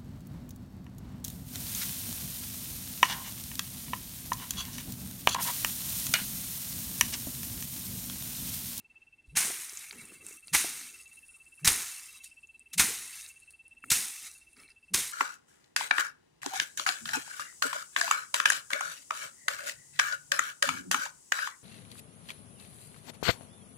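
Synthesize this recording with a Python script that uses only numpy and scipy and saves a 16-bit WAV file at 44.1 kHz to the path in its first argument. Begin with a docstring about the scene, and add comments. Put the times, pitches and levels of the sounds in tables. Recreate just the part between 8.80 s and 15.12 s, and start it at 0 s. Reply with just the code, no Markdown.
"""A hillside outdoors: sticks thresh a pile of dry plants on a plastic tarp, heard by one microphone.
Each stroke swishes as a gliding tone, then lands as one to three close blows of shaped noise over damped thuds.
Pods and seeds crackle on down the sheet as coloured grains, with rustles, knocks, taps and short noise snaps.
A cricket trills steadily, a gliding tone cut into chirps with a faint echo, over softly swelling air noise."""
import sys
import numpy as np
from scipy import signal
from scipy.fft import rfft, irfft, next_fast_len
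from scipy.io import wavfile
from scipy.ndimage import uniform_filter1d

SR = 44100
rng = np.random.default_rng(int(sys.argv[2]) if len(sys.argv) > 2 else 0)


def file_out(sig):
    """Save sig as 16-bit WAV at sys.argv[1]."""
    # one column per channel
    cols = np.atleast_2d(sig).T
    # limit, then scale
    lim = np.clip(cols, -1, 1)
    pcm = np.round(lim * 32767).astype(np.int16)
    wavfile.write(sys.argv[1], SR, pcm)


N = 278700  # length in samples

# colour of breaking stems and pods, relative: pitch_hz [Hz], level_db [dB per Hz]
CRACKLE_COLOUR = [(290, -52), (500, -14), (595, -37.5), (689, -10.5), (935, -7.5), (2140, 1.5), (3320, -6),
                  (3780, -3), (4630, -6), (6670, 2), (7280, -1), (8920, 4.5), (12500, -5), (15100, -8.5),
                  (16200, -26)]
# colour of the last fine seeds, relative: pitch_hz [Hz], level_db [dB per Hz]
TRICKLE_COLOUR = [(1880, -35.5), (3200, -23), (3420, -28), (3790, 4), (5450, -19.5), (9340, 3.5),
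                  (12600, -17.5), (14100, -23.5), (16000, -24)]
# colour of the flapping tarp, relative: pitch_hz [Hz], level_db [dB per Hz]
FLAP_COLOUR = [(40, -6.5), (90, -3.5), (250, 3), (420, -0.5), (600, -12.5), (900, -18.5), (1500, -39.5)]
# stick landings: peak_s [s], crash_db [dB], rise_ms [ms], fall_ms [ms], stems_db [dB above the crash],
# thud_db [dB], thud_hz [Hz]
LANDINGS = [(0.555, -49, 5.2, 18, 4, -56, 170), (0.5722, -23.5, 18, 4.8, -9, -28, 170),
            (1.738, -27.5, 13.4, 8.7, -10, -49, 167.4), (1.7501, -21, 13.7, 6.5, -1, -21.5, 300),
            (2.847, -27, 1.8, 17, -4.5, -27, 148), (2.855, -27.5, 7.1, 9.6, -27, -36, 148.4),
            (2.8771, -18.5, 12.5, 10.4, -6.5, -17, 91.7), (3.935, -38, 8.2, 11, -14, -51.5, 250),
            (3.982, -25, 8, 9.6, -14, -33, 170), (3.9983, -20, 13, 14.5, -3.5, -17, 190),
            (5.1052, -20, 5.7, 4.2, -15.5, -40, 199), (5.118, -20.5, 11, 13, -9, -25, 130),
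            (6.1448, -19.5, 11.6, 5.4, -10, -26.5, 151)]


def pile():
    """Dry plants: many small breaks crackle, scrape and rattle, blows blur into noise, and the tarp flaps."""
    level_db, pods_db, stems_db, flap_db = stirring()
    busy = np.clip((level_db + 69) / 18, 0, 1)  # as the pile settles only fine seeds keep running
    few = np.clip((-38 - level_db) / 20, 0, 1)  # few movers are patchy, many average out

    # stirred pile: dense breaks, plus single seeds heard apart once the pile calms
    ticks = evened(grains(70, 3, 0.02, count=9))
    breaks = evened(grains(5000, 0.42, 0.22, count=9)) + 0.5 * few * ticks
    breaks = patchy(breaks, 0.8 + 2.8 * few, 2, 16)
    stems, pods, crackle = thirds(coloured(breaks, CRACKLE_COLOUR))
    fine_seeds = thirds(coloured(breaks, TRICKLE_COLOUR))[2]
    crackle = busy * crackle + (1 - busy) * fine_seeds
    stems = (1 - few) * stems + few * hollow(stems)
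    pods = (1 - few) * pods + few * hollow(pods)
    clumps = gain_of(0.7 * wander(5) + 1.3 * few * wander(30))  # seeds slide in bunches
    debris = crackle + pods * gain_of(pods_db) + stems * gain_of(stems_db)
    out = clumps * gain_of(level_db) * debris

    # blows: countless breaks at once blur into noise
    dense = coloured(patchy(rng.standard_normal(N), 0.63, 4.3, 3.6), CRACKLE_COLOUR)
    stems, pods, crackle = thirds(dense * gain_of(1.6 * wander(0.4)))
    for peak_s, crash_db, rise_ms, fall_ms, low_db, _, _ in LANDINGS:
        out += (crackle + 0.58 * pods) * crash(peak_s, crash_db, rise_ms, fall_ms)
        out += stems * crash(peak_s, crash_db + low_db, rise_ms, 1.14 * fall_ms)

    flap = coloured(patchy(rng.standard_normal(N), 3.5, 1, 8), FLAP_COLOUR)
    return out + flap * gain_of(level_db + flap_db + 1.8 * wander(20))


def crash(peak_s, db, rise_ms, fall_ms):
    """Amplitude of a landing: stems give way one after another from first touch, then settle."""
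    ms = (np.arange(N) / SR - peak_s) * 1000
    rise = np.clip(1 + ms / rise_ms, 0, 1) ** 2.12
    fall = np.exp(-np.abs(ms) / fall_ms)
    return gain_of(db) * np.where(ms < 0, rise, fall)


# what each stroke sets moving: start_s [s], burst_db [dB], slide_db [dB], slide_fade [dB/s],
# slide_length_s [s], trickle_db [dB], pods_db and stems_db [dB above the crackle],
# flap_db [dB], flap_fade [dB/s]
STROKES = [(0.5728, -26.5, -35.5, 34.9, 0.53, -53, -9, -9.5, -50, 88),
           (1.7511, -27.5, -36, 43.2, 0.31, -55.5, -7, -9.5, -52, 62),
           (2.8772, -28, -33, 50.4, 0.49, -63.5, -7.5, -9.5, -43, 153),
           (3.9955, -26, -39, 30.03, 0.42, -65, -7, -9.5, -45.5, 92.7),
           (5.117, -27, -39.5, 32.8, 0.34, -67.5, -7, -12.5, -46.5, 132),
           (6.1428, -28.5, -51, 37.8, .4, -64, -5, -10, -48, 125)]
# stalks dragged by stick or foot between strokes: start_s [s], length_s [s],
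# crackle_db, pods_db, stems_db, flap_db [dB]
RUSTLES = [(0.45, 0.094, -74, -79, -90, -85), (0.942, 0.098, -60, -61, -61, -76),
           (1.119, 0.12, -58, -68, -58.5, -59.5), (1.236, 0.12, -56, -67.5, -61, -63),
           (1.391, .04, -64.5, -77, -63.5, -60), (1.434, 0.12, -51.5, -65, -62, -66.5),
           (1.654, 0.071, -63, -69, -74, -74), (2.138, 0.076, -57.5, -67, -68, -79),
           (2.325, 0.038, -73, -90, -79, -77), (2.783, 0.016, -59, -77, -63, -82),
           (3.429, 0.014, -49, -52.5, -73, -86), (3.782, 0.012, -78, -80, -83.5, -94),
           (4.316, .09, -50.5, -55, -65, -98), (4.469, 0.027, -53.5, -66, -90, -90),
           (4.697, .025, -65, -80, -90, -101), (5.027, 0.1, -60.5, -89, -73, -63.5),
           (5.414, 0.056, -54, -54.5, -60, -73), (5.642, .09, -75, -83, -87, -78),
           (5.759, 0.067, -61.5, -70, -62.5, -65.5), (5.874, 0.022, -65, -71, -65, -91)]
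# the pile at rest: crackle_db, pods_db, stems_db, flap_db [dB]
REST_LEVELS = (-85, -91, -85.5, -82)
# vortices behind the falling stick: start_s [s], end_s [s], first_hz [Hz], last_hz [Hz], level_db [dB]
# (here the stick's wind lifts the sheet; sticks() sounds the swish itself)
SWISHES = [(0.502, 0.562, 97, 186, -42.5), (1.712, 1.747, 140, 180, -35.5), (2.81, 2.87, 127, 190, -32),
           (3.945, 3.985, 150, 184, -38.5), (5.047, 5.099, 211.6, 300, -53), (6.1, 6.138, 165, 206, -40.5)]
HOLD_S = 0.011  # each stroke holds its level this long before fading
BURST_DB_PER_S, STOP_DB_PER_S, TRICKLE_DB_PER_S = 104, 102, 10  # fades
TRICKLE_PODS_DB, TRICKLE_STEMS_DB, TRICKLE_FLAP_DB = -15, -14, -29.5  # above the trickle's crackle
DRAG_RISE_S, DRAG_DB_PER_S = 0.017, 303
SWISH_FLAP_DB = -22.5  # above the swish


def stirring():
    """A stroke starts a burst, a slide that stops and a trickle; drags add short rustles. 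Powers add."""
    t = np.arange(0, N + 16, 16) / SR  # a level every 16 samples
    power = power_of(REST_LEVELS)[:, None] * np.ones(len(t))  # rows: crackle, pods, stems, flap
    ends = [row[0] for row in STROKES[1:]] + [np.inf]  # each stroke gives way to the next
    for stroke, end_s in zip(STROKES, ends):
        start_s, burst_db, slide_db, slide_fade, slide_length_s = stroke[:5]
        trickle_db, pods_db, stems_db, flap_db, flap_fade = stroke[5:]
        on = (t >= start_s) & (t < end_s)
        u = np.maximum(t[on] - start_s - HOLD_S, 0)
        slide_db = slide_db - slide_fade * np.minimum(u, slide_length_s)
        slide_db = slide_db - STOP_DB_PER_S * np.maximum(u - slide_length_s, 0)
        moving = power_of(burst_db - BURST_DB_PER_S * u) + power_of(slide_db)
        trickle = power_of(trickle_db - TRICKLE_DB_PER_S * u)
        flap = power_of(flap_db - flap_fade * u)
        power[:, on] += [moving + trickle,
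                         moving * power_of(pods_db) + trickle * power_of(TRICKLE_PODS_DB),
                         moving * power_of(stems_db) + trickle * power_of(TRICKLE_STEMS_DB),
                         flap + trickle * power_of(TRICKLE_FLAP_DB)]
    for start_s, length_s, *levels_db in RUSTLES:
        rise = np.clip((t - start_s) / DRAG_RISE_S, 0, 1)
        fall = gain_of(-DRAG_DB_PER_S * np.maximum(t - start_s - length_s, 0))
        power += power_of(levels_db)[:, None] * (rise * fall) ** 2
    for start_s, end_s, *_, db in SWISHES:
        lift = np.interp(t, [start_s, end_s, end_s + 0.032], [0, 1, 0])
        power[3] += (gain_of(db + SWISH_FLAP_DB) * lift) ** 2
    level_db = np.array([np.interp(np.arange(N) / SR, t, 10 * np.log10(p)) for p in power])
    return level_db[0], *(level_db[1:] - level_db[0])  # the last three relative to the crackle


# hollow stems and pods that colour the slow sliding, its lows thinned:
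# pitch_hz [Hz], width_hz [Hz], level_db [dB]
HOLLOWS = [(740, 380, -5), (1270, 160, 6.5), (2207, 240, 6.5), (3990, 83, 4), (4660, 300, 2.5)]


def hollow(x):
    """Shapes x by the resonances of the hollow stems and pods, at rms 1."""
    hz = np.geomspace(300, 16000, 300)
    db = sum(peak_db * np.exp(-((hz - f) / width) ** 2) for f, width, peak_db in HOLLOWS)
    return coloured(x, np.transpose([hz, db]))


# where the pods' range starts and ends: low_hz, high_hz [Hz]
PODS_RANGE = (2900, 5700)


def thirds(x):
    """Splits into stems, pods and crackle ranges, low to high, each at rms 1."""
    filters = [signal.butter(3, hz, fs=SR, output="sos") for hz in PODS_RANGE]
    below_pods, below_crackle = (signal.sosfiltfilt(sos, x) for sos in filters)
    return evened(below_pods), evened(below_crackle - below_pods), evened(x - below_crackle)


# dull knocks of stick or boot on the sheet: start_s [s], level_db [dB], pitch_hz [Hz]
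KNOCKS = [(0.478, -45, 53.7), (.65, -38.5, 705), (0.679, -38, 406), (0.7, -36, 370), (.705, -35, 716),
          (.79, -50.5, 352), (0.928, -49, 390), (1.125, -46, 880), (1.149, -60, 615), (1.19, -44, 225),
          (1.321, -44.5, 337), (1.442, -47.5, 324), (1.509, -47.5, 406), (1.844, -33, 330),
          (1.845, -31.5, 715), (4.041, -35, 211), (5.04, -49, 270)]
# wood touching wood: start_s [s], level_db [dB], tilt_db [dB/octave towards the high modes]
TAPS = [(1.1088, -27.5, 22), (1.129, -33.5, 10), (1.68, -45, 18), (5.039, -30.5, -1.5), (5.768, -46.5, 7)]
# modes of the wooden stick: pitch_hz [Hz], level_db [dB]
STICK_MODES = [(1350, 2), (1820, 0.5), (2250, 2.5)]
GROUND_HZ, GROUND_DB = 64.6, -17  # the ground's push, level above the thud
TAP_CYCLES, TAP_RISE_CYCLES = 2.6, 2.0


def sticks():
    """Falling sticks shed a gliding tone; landings, knocks and taps are short damped swings."""
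    out = np.zeros(N)
    for start_s, end_s, first_hz, last_hz, db in SWISHES:
        u = np.linspace(0, 1, round((end_s - start_s) * SR))
        hz = first_hz + (last_hz - first_hz) * u
        turns = np.cumsum(hz) / SR + rng.random()
        swell = u ** 1.3 * signal.windows.tukey(len(u), 0.4)
        add(out, start_s, gain_of(db) * swell * np.sin(2 * np.pi * turns))
    for peak_s, *_, thud_db, thud_hz in LANDINGS:
        add(out, peak_s - 0.003, ring(thud_hz, thud_db, 0.47))
        add(out, peak_s - 0.001, ring(GROUND_HZ, thud_db + GROUND_DB, 1.0))
    for start_s, db, hz in KNOCKS:
        add(out, start_s, ring(hz, db, 1.45 + hz / 1200))
    for start_s, db, tilt_db in TAPS:
        for hz, mode_db in STICK_MODES:
            tilted_db = db + mode_db + tilt_db * np.log2(hz / STICK_MODES[-1][0])
            add(out, start_s, ring(hz, tilted_db, TAP_CYCLES, TAP_RISE_CYCLES))
    return out


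def ring(hz, db, cycles, rise=0.27):
    """A softly started, quickly damped swing; rise and decay are counted in cycles."""
    u = np.arange(int(6 * cycles * SR / hz)) * hz / SR
    start = 1 - np.exp(-(u / rise) ** 1.8)
    return gain_of(db) * start * np.exp(-u / cycles) * np.sin(2 * np.pi * u)


# single pods and stems that snap: start_s [s], level_db [dB], brightest_hz [Hz]
SNAPS = [(0.8948, -35.5, 6200), (0.973, -35, 6700), (1.1101, -39.5, 4340), (1.126, -41.5, 7400),
         (1.214, -48, 8400), (1.254, -42, 9500), (1.339, -48, 8500), (1.466, -36.5, 8900),
         (1.4864, -37.5, 8200), (1.5265, -44, 7850), (1.6727, -41.5, 9600), (1.682, -44, 4530),
         (2.258, -53, 4000), (2.332, -48, 10200), (2.358, -47, 9900), (2.483, -51.5, 10300),
         (2.566, -51, 9600), (2.656, -55, 9250), (2.6857, -61, 9800), (2.7833, -60, 9600),
         (3.3278, -47, 9800), (3.4431, -38, 10100), (3.672, -55.5, 7000), (3.795, -47, 8800),
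         (4.2424, -50.5, 9520), (4.2584, -50, 9770), (4.489, -41.5, 7760), (4.632, -58, 8500),
         (4.7069, -48.5, 9340), (4.881, -50, 9900), (5.766, -52.5, 4870), (5.7994, -52, 5200),
         (5.843, -57, 9800), (5.879, -58, 4130), (5.9044, -56.5, 4960), (5.917, -59, 4900),
         (5.919, -59, 9400)]
SNAP_OCTAVES, SNAP_WIDENS_PER_DB = 0.24, 0.07  # harder snaps cover more pitch


def snaps():
    """Each snap is a millisecond noise burst around its brightest pitch, with a short scatter."""
    out = np.zeros(N)
    t = np.arange(800) / SR
    fade = np.exp(-t / 0.0014) + 0.25 * np.exp(-t / 0.008)
    hz_axis = np.fft.rfftfreq(800, 1 / SR) + 1
    for start_s, db, brightest_hz in SNAPS:
        width = SNAP_OCTAVES * np.exp(SNAP_WIDENS_PER_DB * (db + 42))
        octaves = np.log2(hz_axis / brightest_hz) / width
        lopsided = octaves / np.where(octaves > 0, 0.7, 1.3)  # steeper above than below
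        burst = rfft(rng.standard_normal(800)) * np.exp(-lopsided ** 2)
        add(out, start_s, gain_of(db) * evened(irfft(burst, 800)) * fade)
    return out


# the trill's pace and strength, marked at every sixth chirp: time_s [s], level_db [dB]
TRILL = [(-0.116, -56), (0.226, -53.5), (0.565, -59), (0.915, -58.5), (1.248, -54.5), (1.584, -54.5),
         (1.925, -52.5), (2.265, -53), (2.615, -52), (2.955, -54.5), (3.297, -51.5), (3.641, -51.5),
         (3.985, -55), (4.336, -52), (4.689, -53), (5.039, -52.5), (5.385, -54), (5.739, -57.5),
         (6.097, -57), (6.454, -60.5)]
WING_HZ = 2672  # the glide and a slight waver move around it
SIDE_MODE, SIDE_SHARE = 1.215, 0.045  # a faint second wing mode: pitch ratio and amplitude share


def cricket():
    """Wing strokes of a pure note that glides up a little; a faint echo fills the gaps."""
    s, db = np.transpose(TRILL)
    t = np.arange(N) / SR
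    strokes = np.interp(t, s, 6 * np.arange(len(s))) + 0.04 * wander(60)
    part = (strokes + 0.5) % 1 - 0.5  # -0.5..0.5 around the middle of a chirp
    shape = np.exp(-(np.abs(part) / 0.2) ** 5.1) * np.exp(-1.2 * part)
    hz = WING_HZ + 130 * np.clip(part, -0.3, 0.1) + 8 * wander(40)
    turn = 2 * np.pi * np.cumsum(hz) / SR
    tone = np.sin(turn) + SIDE_SHARE * np.sin(SIDE_MODE * turn)
    note = shape * gain_of(np.interp(t, s, db) + 1.3 * wander(30)) * tone
    echo_tail = rng.standard_normal(6000) * np.exp(-np.arange(6000) / SR / 0.044)
    echo_tail /= np.linalg.norm(echo_tail)
    return note + gain_of(-9.5) * signal.oaconvolve(note, echo_tail)[:N]


# colour of the hillside air, relative: pitch_hz [Hz], level_db [dB per Hz]
AIR_COLOUR = [(12, -45.5), (20, -15), (68, -7), (168, -19.5), (485, -30), (873, -21.5), (1090, -29.5),
              (2200, -24.5), (3070, -30), (6000, -34), (9400, -35.5), (12000, -42.5), (16000, -51)]
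AIR_DB = -75.5  # level around which it swells


def air():
    """Distant leaves and low wind: coloured noise, swelling gently."""
    swell = gain_of(AIR_DB + 1.0 * wander(120))
    return swell * coloured(rng.standard_normal(N), AIR_COLOUR)


def grains(per_s, spread_db, wide_share, count):
    """Tiny breaks of uneven size; some excite one band of pitch, some all of them. Flat on average."""
    size = next_fast_len(N)

    def train():
        """Spectrum of one random train of clicks."""
        sizes = gain_of(spread_db * np.minimum(rng.exponential(1, N), 5))
        hits = rng.random(N) < per_s / SR
        return rfft(sizes * rng.standard_normal(N) * hits, size)

    log_hz = np.log(np.fft.rfftfreq(size, 1 / SR) + 1)
    place = np.interp(log_hz, np.log([600, 15000]), [0, count - 1])
    share = np.clip(wide_share, 0, 1)
    z = np.sqrt(share) * train()
    for k in range(count):  # overlapping bands whose powers sum to one
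        band = np.cos(np.pi / 2 * np.clip(place - k, -1, 1))
        z = z + np.sqrt(1 - share) * train() * band
    return irfft(z, size)[:N]


def patchy(x, db, bins, frames):
    """Lets patches of pitch swell and fade by the depth curve db, as different parts of the pile move."""
    _, s, z = signal.stft(x, SR, nperseg=512, noverlap=384)
    field = rng.standard_normal(z.shape[::-1]).T
    for _ in range(2):
        field = uniform_filter1d(field, max(int(bins), 1), 0)
        field = uniform_filter1d(field, max(int(frames), 1), 1)
    depth = np.interp(s, np.arange(N) / SR, db * np.ones(N)) * np.log(10) / 20
    z = z * np.exp(depth * evened(field) - depth ** 2)  # the mean power stays
    return signal.istft(z, nperseg=512, noverlap=384)[1][:len(x)]


def wander(ms):
    """Slow chance of rms 1 that changes over about ms."""
    width = max(int(ms * SR / 1000), 1)
    smooth = uniform_filter1d(rng.standard_normal(N), width)
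    return evened(uniform_filter1d(smooth, width))


def coloured(x, points):
    """Filters x by the curve drawn through (Hz, dB) points, at rms 1."""
    f, db = np.transpose(points)
    size = next_fast_len(len(x))
    hz = np.fft.rfftfreq(size, 1 / SR)
    curve = gain_of(np.interp(np.log(hz + 1), np.log(f + 1), db))
    return evened(irfft(rfft(x, size) * curve, size)[:len(x)])


def evened(x):
    """Scales to rms 1."""
    return x / np.sqrt(np.mean(x ** 2) + 1e-30)


def gain_of(db):
    """Decibels to amplitude."""
    return 10 ** (np.asarray(db) / 20)


def power_of(db):
    """Decibels to power."""
    return gain_of(2 * np.asarray(db))


def add(mix, s, sound):
    """Mixes a sound in at time s."""
    part = mix[round(s * SR):][:len(sound)]
    part += sound[:len(part)]


def scene():
    """Everything reaches one microphone, copied to two equal channels."""
    mono = pile() + sticks() + snaps() + cricket() + air()
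    return np.tile(mono, (2, 1))


EDGE_HZ = 16100  # upper band limit


def record(dry):
    """The band limit: a steep low-pass."""
    lowpass = signal.firwin(511, EDGE_HZ, window=("kaiser", 9), fs=SR)
    return signal.oaconvolve(dry, lowpass[None], "same")


dry = scene()
out = record(dry)
file_out(out)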